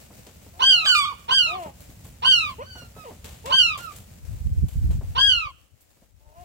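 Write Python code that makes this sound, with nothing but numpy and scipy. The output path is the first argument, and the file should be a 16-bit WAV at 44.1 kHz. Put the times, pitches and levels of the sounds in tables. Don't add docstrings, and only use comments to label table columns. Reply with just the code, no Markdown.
import sys
import numpy as np
from scipy import signal
from scipy.fft import rfft, irfft
from scipy.io import wavfile
from scipy.ndimage import uniform_filter1d

SR = 44100
rng = np.random.default_rng(int(sys.argv[2]) if len(sys.argv) > 2 else 0)


def transcribe(u):
    v = np.clip(np.atleast_2d(u).T, -1, 1)
    q = np.round(v * 32767).astype(np.int16)
    wavfile.write(sys.argv[1], SR, q)


N = 284312
TIME, FREQS = np.arange(N) / SR, np.fft.rfftfreq(N, 1 / SR)
PROGRESS = np.linspace(0, 1, 200)

# (frequency [Hz], left minus right [dB])
HISS_SHADE = [(300, 0), (3000, 0.5), (7500, 7), (10000, -1.5), (13000, -5)]


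def amp(db):
    return 10 ** (np.asarray(db) / 20)


def unit(x):
    return x / np.sqrt(np.mean(x ** 2) + 1e-20)


def read(points, hz):
    f, value = np.transpose(points)
    return np.interp(np.log(hz + 1), np.log(f + 1), value)


def add(mix, s, sound):
    part = mix[max(round(s * SR), 0):][:len(sound)]
    part += sound[:len(part)]


def sides(balance_db):
    return amp(np.array([balance_db, -balance_db]) / 2)


def wander(count, rate_hz):
    f = np.fft.rfftfreq(count, 1 / SR)
    return unit(irfft(rfft(rng.standard_normal(count)) / (1 + (f / rate_hz) ** 2), count))


def noise(colour, correlation):
    white = rng.standard_normal((3, N))
    pair = np.sqrt(correlation) * white[2] + np.sqrt(1 - correlation) * white[:2]
    return unit(irfft(rfft(pair) * amp(read(colour, FREQS)), N))


def surging_noise(course, colour, correlation, surge_db, gain_db=3.5):
    s, level_db, pan_db = np.transpose(course)
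    carrier = noise(colour, correlation)
    carrier /= np.sqrt(uniform_filter1d(carrier ** 2, size=3000) + 1e-9)
    surges = unit(amp(surge_db * wander(N, 14)))
    fade = np.clip(np.minimum(TIME - s[0], s[-1] - TIME) / 0.03 + 1, 0, 1)
    envelope = fade * amp(gain_db + np.interp(TIME, s, level_db))
    return carrier * surges * envelope * sides(np.interp(TIME, s, pan_db))


def air(flutter_db=1.6, grain_db=1.5):
    # (frequency [Hz], gain [dB])
    colour = [(120, -30), (200, -3.5), (414, -10), (554, -6.5), (1070, -17), (2560, -15), (3180, -18),
              (5910, -18), (7620, -16), (9140, -19.5), (12900, -21), (15500, -18)]
    # (time [s], level [dB])
    envelope = [(0, -52), (4.2, -52.5), (5.2, -55), (5.55, -61.5), (6.18, -65), (6.45, -58.5)]
    hiss = irfft(rfft(noise(colour, correlation=0.05)) * sides(read(HISS_SHADE, FREQS)), N)
    modulation = amp(flutter_db * wander(N, 7.5) + grain_db * wander(N, 400))
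    return amp(np.interp(TIME, *np.transpose(envelope))) * unit(hiss * modulation)


def distant_rumble():
    # (time [s], relative level [dB], left minus right [dB])
    course = [(0, -55.5, 1), (1.6, -52, 0), (4.2, -49, 0.5)]
    # (frequency [Hz], gain [dB])
    colour = [(20, -42.5), (35, -10.5), (60, 2.5), (90, 2.5), (130, -3.5), (200, -7), (350, -26),
              (2000, -74)]
    return surging_noise(course, colour, correlation=0.93, surge_db=2.5)


def gust():
    # (time [s], relative level [dB], left minus right [dB])
    course = [(4.22, -47.5, 1), (4.28, -37.5, 13), (4.36, -36.5, 4), (4.42, -25, -8.5), (4.52, -22.5, -1),
              (4.64, -23.5, -2.5), (4.71, -28.5, 10), (4.79, -23.5, -6), (4.96, -24.5, 2.5), (5.12, -37, 1),
              (5.22, -38.5, 10), (5.5, -56, 22.5), (5.68, -70, 14.5), (5.95, -74.5, 15), (6.1, -65.5, 14),
              (6.45, -57.5, 9)]
    # (frequency [Hz], gain [dB])
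    colour = [(20, -23), (33, -17.5), (50, 1), (80, 0.5), (120, -9), (200, -22), (300, -33.5), (1200, -82)]
    return surging_noise(course, colour, correlation=0.073, surge_db=4.5)


def bumps(gain_db=-4, rise_s=0.002, t60=0.15):
    # (time [s], relative level [dB])
    knocks = [(0.104, -40.5), (0.265, -38), (0.463, -44), (.716, -38), (1.659, -33.5), (1.894, -45.5),
              (2.049, -40.5), (2.753, -37), (2.818, -39), (2.964, -37), (3.107, -35), (4.904, -37),
              (5.01, -37), (5.968, -56), (6.018, -52)]
    # (frequency [Hz], gain [dB])
    colour = [(20, -35), (60, -9.5), (170, 9), (350, 0), (650, 0), (1200, -11.5), (2500, -24.5),
              (16000, -54.5)]
    envelope = np.zeros(N)
    for s, peak_db in knocks:
        age = np.maximum(TIME - s, 0)
        envelope += amp(peak_db - 60 * age / t60) * np.minimum(age / rise_s, 1)
    return amp(gain_db) * envelope * noise(colour, correlation=0.97)


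def rustles(grain_db=2.5, rise_s=0.0057, snap_t60=0.036, treble_hz=9000):
    # (time [s], level [dB], t60 [s], treble lift [dB])
    strokes = [(.262, -48.5, 0.27, -11), (1.622, -46, 0.33, -5), (1.802, -49.5, 0.21, 7),
               (2.039, -50.5, 0.3, 9), (2.77, -53, 0.36, 1), (2.96, -64, 0.38, 15), (3.061, -52.5, 1, -2),
               (3.242, -42, 0.68, -3), (3.457, -35.5, 0.36, -11), (3.773, -37.5, 0.33, -2),
               (3.821, -53, .2, 15), (3.916, -45, 0.36, -0.5), (3.957, -46.5, 0.25, 8.5),
               (4.68, -52.5, 0.65, 8), (4.902, -47.5, 0.31, 0), (5.804, -67, .25, 16)]
    # (time [s], level [dB])
    snaps = [(0.268, -43.5), (3.244, -35.5), (3.457, -33.5), (4.468, -52)]
    # (frequency [Hz], gain [dB])
    colour = [(30, -34.5), (100, -17), (500, 5.5), (1500, -4.5), (3200, 0.5), (5500, -7), (7500, -1.5),
              (9500, -7.5), (13000, -7), (16000, -8.5)]
    body_power, treble_power = np.zeros((2, N))
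    for s, stroke_db, t60, lift_db in strokes:
        age = np.maximum(TIME - s, 0)
        decay = amp(stroke_db - 60 * np.maximum(age - rise_s, 0) / t60)
        power = (decay * np.minimum(age / rise_s, 1)) ** 2
        body_power += power
        treble_power += power * amp(lift_db) ** 2
    snap_power = sum((TIME >= s) * amp(db - 60 * abs(TIME - s) / snap_t60) ** 2 for s, db in snaps)
    fizz = irfft(rfft(noise(colour, correlation=0.2)) * sides(read(HISS_SHADE, FREQS)), N)
    fizz = unit(fizz * amp(grain_db * wander(N, 300)))
    body = irfft(rfft(fizz) / (1 + (FREQS / treble_hz) ** 4), N)
    return np.sqrt(body_power + snap_power) * body + np.sqrt(treble_power + snap_power) * (fizz - body)


def reflections(direct, scatter_db, tail_db, scatter_t60=0.11):
    # (left delay [s], right delay [s], left gain [dB], right gain [dB])
    echoes = [(.0049, 0.011, -15, -11), (0.0183, 0.016, -23, -19), (0.0309, .0304, -4.5, -9)]
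    # (frequency [Hz], t60 [s])
    tail_t60 = [(1200, 0.54), (3000, 0.59), (14000, 0.085)]
    count = SR * 3 // 4
    taps = rng.standard_normal((2, count)) * (rng.random((2, count)) < 0.08)
    scatter = taps[:, ::-1] * amp(-60 * np.arange(count) / SR / scatter_t60)
    hz, t, spectra = signal.stft(taps, SR, nperseg=256)
    decay = amp(-60 * t / read(tail_t60, hz)[:, None])
    tail = signal.istft(spectra * decay, SR, nperseg=256)[1][:, :count]
    response = (amp(scatter_db) * unit(scatter) + amp(tail_db) * unit(tail)) / np.sqrt(count)
    for left_s, right_s, left_db, right_db in echoes:
        add(response[0], left_s, amp([left_db]))
        add(response[1], right_s, amp([right_db]))
    return signal.fftconvolve(direct[None], response, axes=1)[:, :N]


def propagate(calls, gain_db, pan_db, lag_ms, reflected_db, scatter_db, tail_db):
    # (frequency [Hz], left minus right [dB])
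    shade = [(500, -3.5), (1400, -3.5), (3000, -3.5), (4000, 4.5), (4800, 5.5), (6000, 6), (8000, 4.5),
             (10000, 0.5), (15000, -5.5)]
    direct = np.zeros(N)
    for s, sound in calls:
        add(direct, s, sound)
    pressure = direct + amp(reflected_db) * reflections(direct, scatter_db, tail_db)
    spectrum = rfft(pressure) * sides(read(shade, FREQS) + pan_db)
    spectrum[0] *= np.exp(-2j * np.pi * FREQS * lag_ms / 1000)
    return amp(gain_db) * irfft(spectrum, N)


def call(contour, throat, hiss_db, treble_db=0, jitter=0.031, waver=0.0023, rasp=0.79, flicker_db=2):
    s, *columns = np.transpose(contour)
    t = np.arange(s[0], s[-1], 1 / SR)
    hz, level_db, overtone_db, rough = (np.interp(t, s, c) for c in columns)
    rough, count = np.clip(rough, 0, 1), len(t)
    hz *= 1 + waver * wander(count, 36) + jitter * rough * wander(count, 450)
    phase = 2 * np.pi * np.cumsum(hz) / SR
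    harmonic = np.arange(2, 13)[:, None]
    upper_db = treble_db + flicker_db * np.array([wander(count, 26) for _ in harmonic])
    weight = amp(read(throat, harmonic * hz) + (harmonic > 2) * upper_db) * (harmonic * hz < SR / 2)
    overtones = (weight * np.cos(harmonic * phase)).sum(0) / np.linalg.norm(weight, axis=0)
    overtones *= (1 + rough * rasp * wander(count, 400)) / np.sqrt(1 + (rasp * rough) ** 2)
    subharmonic = amp(-8) * rough * np.cos(phase / 2)
    tone = np.cos(phase) + subharmonic + amp(overtone_db) * overtones
    tone *= np.sqrt(2 / (1 + amp(overtone_db) ** 2))
    throat_gain = amp(read(throat, np.fft.rfftfreq(count, 1 / SR)))
    hiss = unit(irfft(rfft(rng.standard_normal(count)) * throat_gain, count))
    puffs = amp(hiss_db) * rough * hiss * (1 + np.cos(phase))
    return s[0], amp(level_db) * (tone + puffs) * signal.windows.tukey(count, 0.02)


def arch(s, length_s, first_hz, crest_hz, last_hz, crest, peak_db, overtone_db, rough):
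    from_crest = np.interp(PROGRESS, [0, crest, 1], [1, 0, 1])
    hz = crest_hz + (np.where(PROGRESS < crest, first_hz, last_hz) - crest_hz) * from_crest ** 1.2
    edge = abs(2 * PROGRESS - 1) ** 2.6
    columns = s + length_s * PROGRESS, hz, peak_db - 14.5 * edge, overtone_db, rough + 0.2 * edge
    return np.column_stack(np.broadcast_arrays(*columns))


def far_gulls():
    # (time [s], length [s], first pitch [Hz], crest pitch [Hz], last pitch [Hz],
    # crest position [0-1], relative level [dB], overtones over fundamental [dB], roughness [0-1])
    cries = [(2.609, .26, 1431, 1535, 1358, .28, -39.5, 2, 0.12),
             (2.951, 0.11, 1270, 1310, 1190, .2, -44, -2.5, 0),
             (3.776, .15, 1334, 1432, 1111, .28, -34, -9.5, 0.1),
             (4.6, 0.3, 1444, 1530, 1400, 0.48, -62.5, 1.5, 0.8)]
    # (frequency [Hz], gain [dB])
    throat = [(900, 16), (2000, 17), (3000, 2.5), (4500, 4), (6000, -8.5), (7500, -24.5), (10000, -33),
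              (16000, -45)]
    calls = [call(arch(*row), throat, hiss_db=-25.5) for row in cries]
    return propagate(calls, gain_db=-8, pan_db=-3, lag_ms=0.38,
                     reflected_db=-2.5, scatter_db=4, tail_db=-15.5)


def mewing_gull():
    # (time [s], length [s], first pitch [Hz], crest pitch [Hz], last pitch [Hz],
    # crest position [0-1], relative level [dB], overtones over fundamental [dB], roughness [0-1])
    mews = [(.53, 0.34, 329.3, 390, 355, 0.26, -43.5, 12, .35),
            (1.465, 0.24, 297, 381.3, 260, 0.41, -30.5, 16, .13),
            (2.582, 0.056, 409, 499, 662, 0.43, -31, -3.5, .12),
            (3.035, 0.074, 750.5, 498.7, 390, .38, -37, -3.5, .2),
            (3.441, .085, 415.6, 545.5, 638, .5, -30.5, 0.5, .2),
            (6.2, 0.21, 291.6, 301.7, 335, 0.5, -58.5, 19, .65),
            (6.345, 0.12, 325, 359.7, 335, .6, -43, 24, .08)]
    # (frequency [Hz], gain [dB])
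    throat = [(100, -25), (500, -8), (720, 8.5), (1080, -6.5), (1500, -24.5), (2100, -20.5), (2450, -24.5),
              (2850, -19.5), (3600, -37), (16000, -62.5)]
    calls = [call(arch(*row), throat, hiss_db=-3.5) for row in mews]
    return propagate(calls, gain_db=-3, pan_db=3, lag_ms=0.36,
                     reflected_db=-9.5, scatter_db=1.5, tail_db=-13)


def rival_gull():
    # (time [s], pitch [Hz], relative level [dB], overtones over fundamental [dB],
    # roughness [0-1])
    contour = [(.843, 1152, -34, 6.5, .9), (.857, 1290, -18, 10.5, 0.57), (.862, 1700, -20.5, 2, 0.47),
               (.876, 1535, -14, 10.5, 0.15), (.915, 1482, -13, 10, 0.04), (.949, 1383, -15.5, -4, 0),
               (.952, 1232, -13, 2, 0.02), (1.051, 1090, -23.5, 1, 0.01), (1.054, 1240, -23, -4, 0.02),
               (1.115, 1104, -30, -14.5, 0.03), (1.14, 831, -48.5, -7, 0.82)]
    # (frequency [Hz], gain [dB])
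    throat = [(900, -26), (2400, 7), (3000, 8), (3600, 4.5), (4600, 2), (5700, -18), (7600, -9),
              (9000, -20), (16000, -33.5)]
    squawk = call(contour, throat, hiss_db=-16, jitter=0.056, flicker_db=4.5)
    return propagate([squawk], gain_db=-3, pan_db=-3, lag_ms=0.15,
                     reflected_db=-3.5, scatter_db=-6.5, tail_db=-16)


def croak(s, lead_s=0.027, overlap_s=0.008, from_hz=410, to_hz=536.9, overtone_db=17, rough=0.22):
    age = PROGRESS * (lead_s + overlap_s)
    hz = from_hz + (to_hz - from_hz) * np.sin(np.pi / 2 * PROGRESS)
    level_db = -18.5 - 30 * np.exp(-age / 0.0054) - 12 * PROGRESS ** 4
    return np.column_stack(np.broadcast_arrays(s - lead_s + age, hz, level_db, overtone_db, rough))


def scream(s, top_hz, hold_s, fall_s, overtone_db, sag_per_s=1.24):
    age = PROGRESS * (hold_s + fall_s)
    after_hold = np.maximum(age - hold_s, 0)
    fall = after_hold / fall_s
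    voice_break = np.exp(-age / 0.016)
    collapse = fall ** 8.8
    scoop = 0.122 * np.exp(-age / 0.012)
    drop = 0.043 * (1 - np.exp(-after_hold / 0.0125))
    hz = top_hz * (1 - scoop - drop - sag_per_s * after_hold - 0.079 * collapse)
    fundamental_db = -30 + 6 * voice_break
    upper_db = overtone_db - 6.5 * np.exp(-age / 0.015) - 30 * fall ** 1.62
    level_db = 20 * np.log10(np.hypot(amp(fundamental_db), amp(upper_db))) - 9 * collapse
    rough = 0.025 + 0.23 * voice_break + 0.26 * collapse
    return np.column_stack([s + age, hz, level_db, upper_db - fundamental_db, rough])


def near_gull():
    # (time of the break [s], top pitch [Hz], hold [s], fall [s], relative overtone level [dB],
    # treble change as the beak turns aside [dB])
    cries = [(0.618, 1598, 0.08, 0.19, -11.5, -1.5), (1.306, 1601, 0.061, .2, -14, -1),
             (2.246, 1581, .059, 0.21, -12.5, -1), (3.520, 1585, .059, .19, -11.5, -1),
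             (5.176, 1639, 0.1, 0.21, -14, -5)]
    # (frequency [Hz], gain [dB])
    croak_throat = [(150, -34.5), (500, -12), (800, 6), (1080, 6), (1500, -16.5), (2000, -19), (2900, -8.5),
                    (4200, -14), (5500, -25.5), (9000, -33), (16000, -50)]
    scream_throat = [(200, -24.5), (900, 7.5), (1900, -19.5), (2400, 3), (3100, 1), (3700, -5), (4600, -8),
                     (5300, -20.5), (6300, -23), (7500, -28.5), (9000, -31.5), (12000, -38), (16000, -51.5)]
    calls = []
    for s, top_hz, hold_s, fall_s, overtone_db, treble_db in cries:
        glide = scream(s, top_hz, hold_s, fall_s, overtone_db)
        catch = arch(s + hold_s + fall_s - 0.014, length_s=0.0019, first_hz=449.5, crest_hz=390,
                     last_hz=340, crest=0.6, peak_db=-37.5, overtone_db=13.5, rough=1.1)
        calls.append(call(croak(s), croak_throat, hiss_db=-13, jitter=0.12))
        calls.append(call(glide, scream_throat, hiss_db=-23.5, treble_db=treble_db,
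                          jitter=0.066, waver=0.0035, rasp=0.48, flicker_db=3))
        calls.append(call(catch, croak_throat, hiss_db=-6.5))
    return propagate(calls, gain_db=-4, pan_db=0, lag_ms=0.5073,
                     reflected_db=2, scatter_db=-6, tail_db=-26.5)


def scene():
    background = air() + distant_rumble() + gust() + bumps() + rustles()
    return background + far_gulls() + mewing_gull() + rival_gull() + near_gull()


def record(dry):
    low_pass = signal.firwin(511, 15900, window=("kaiser", 9), fs=SR)
    return signal.oaconvolve(dry, low_pass[None], "same")


dry = scene()
out = record(dry)
transcribe(out)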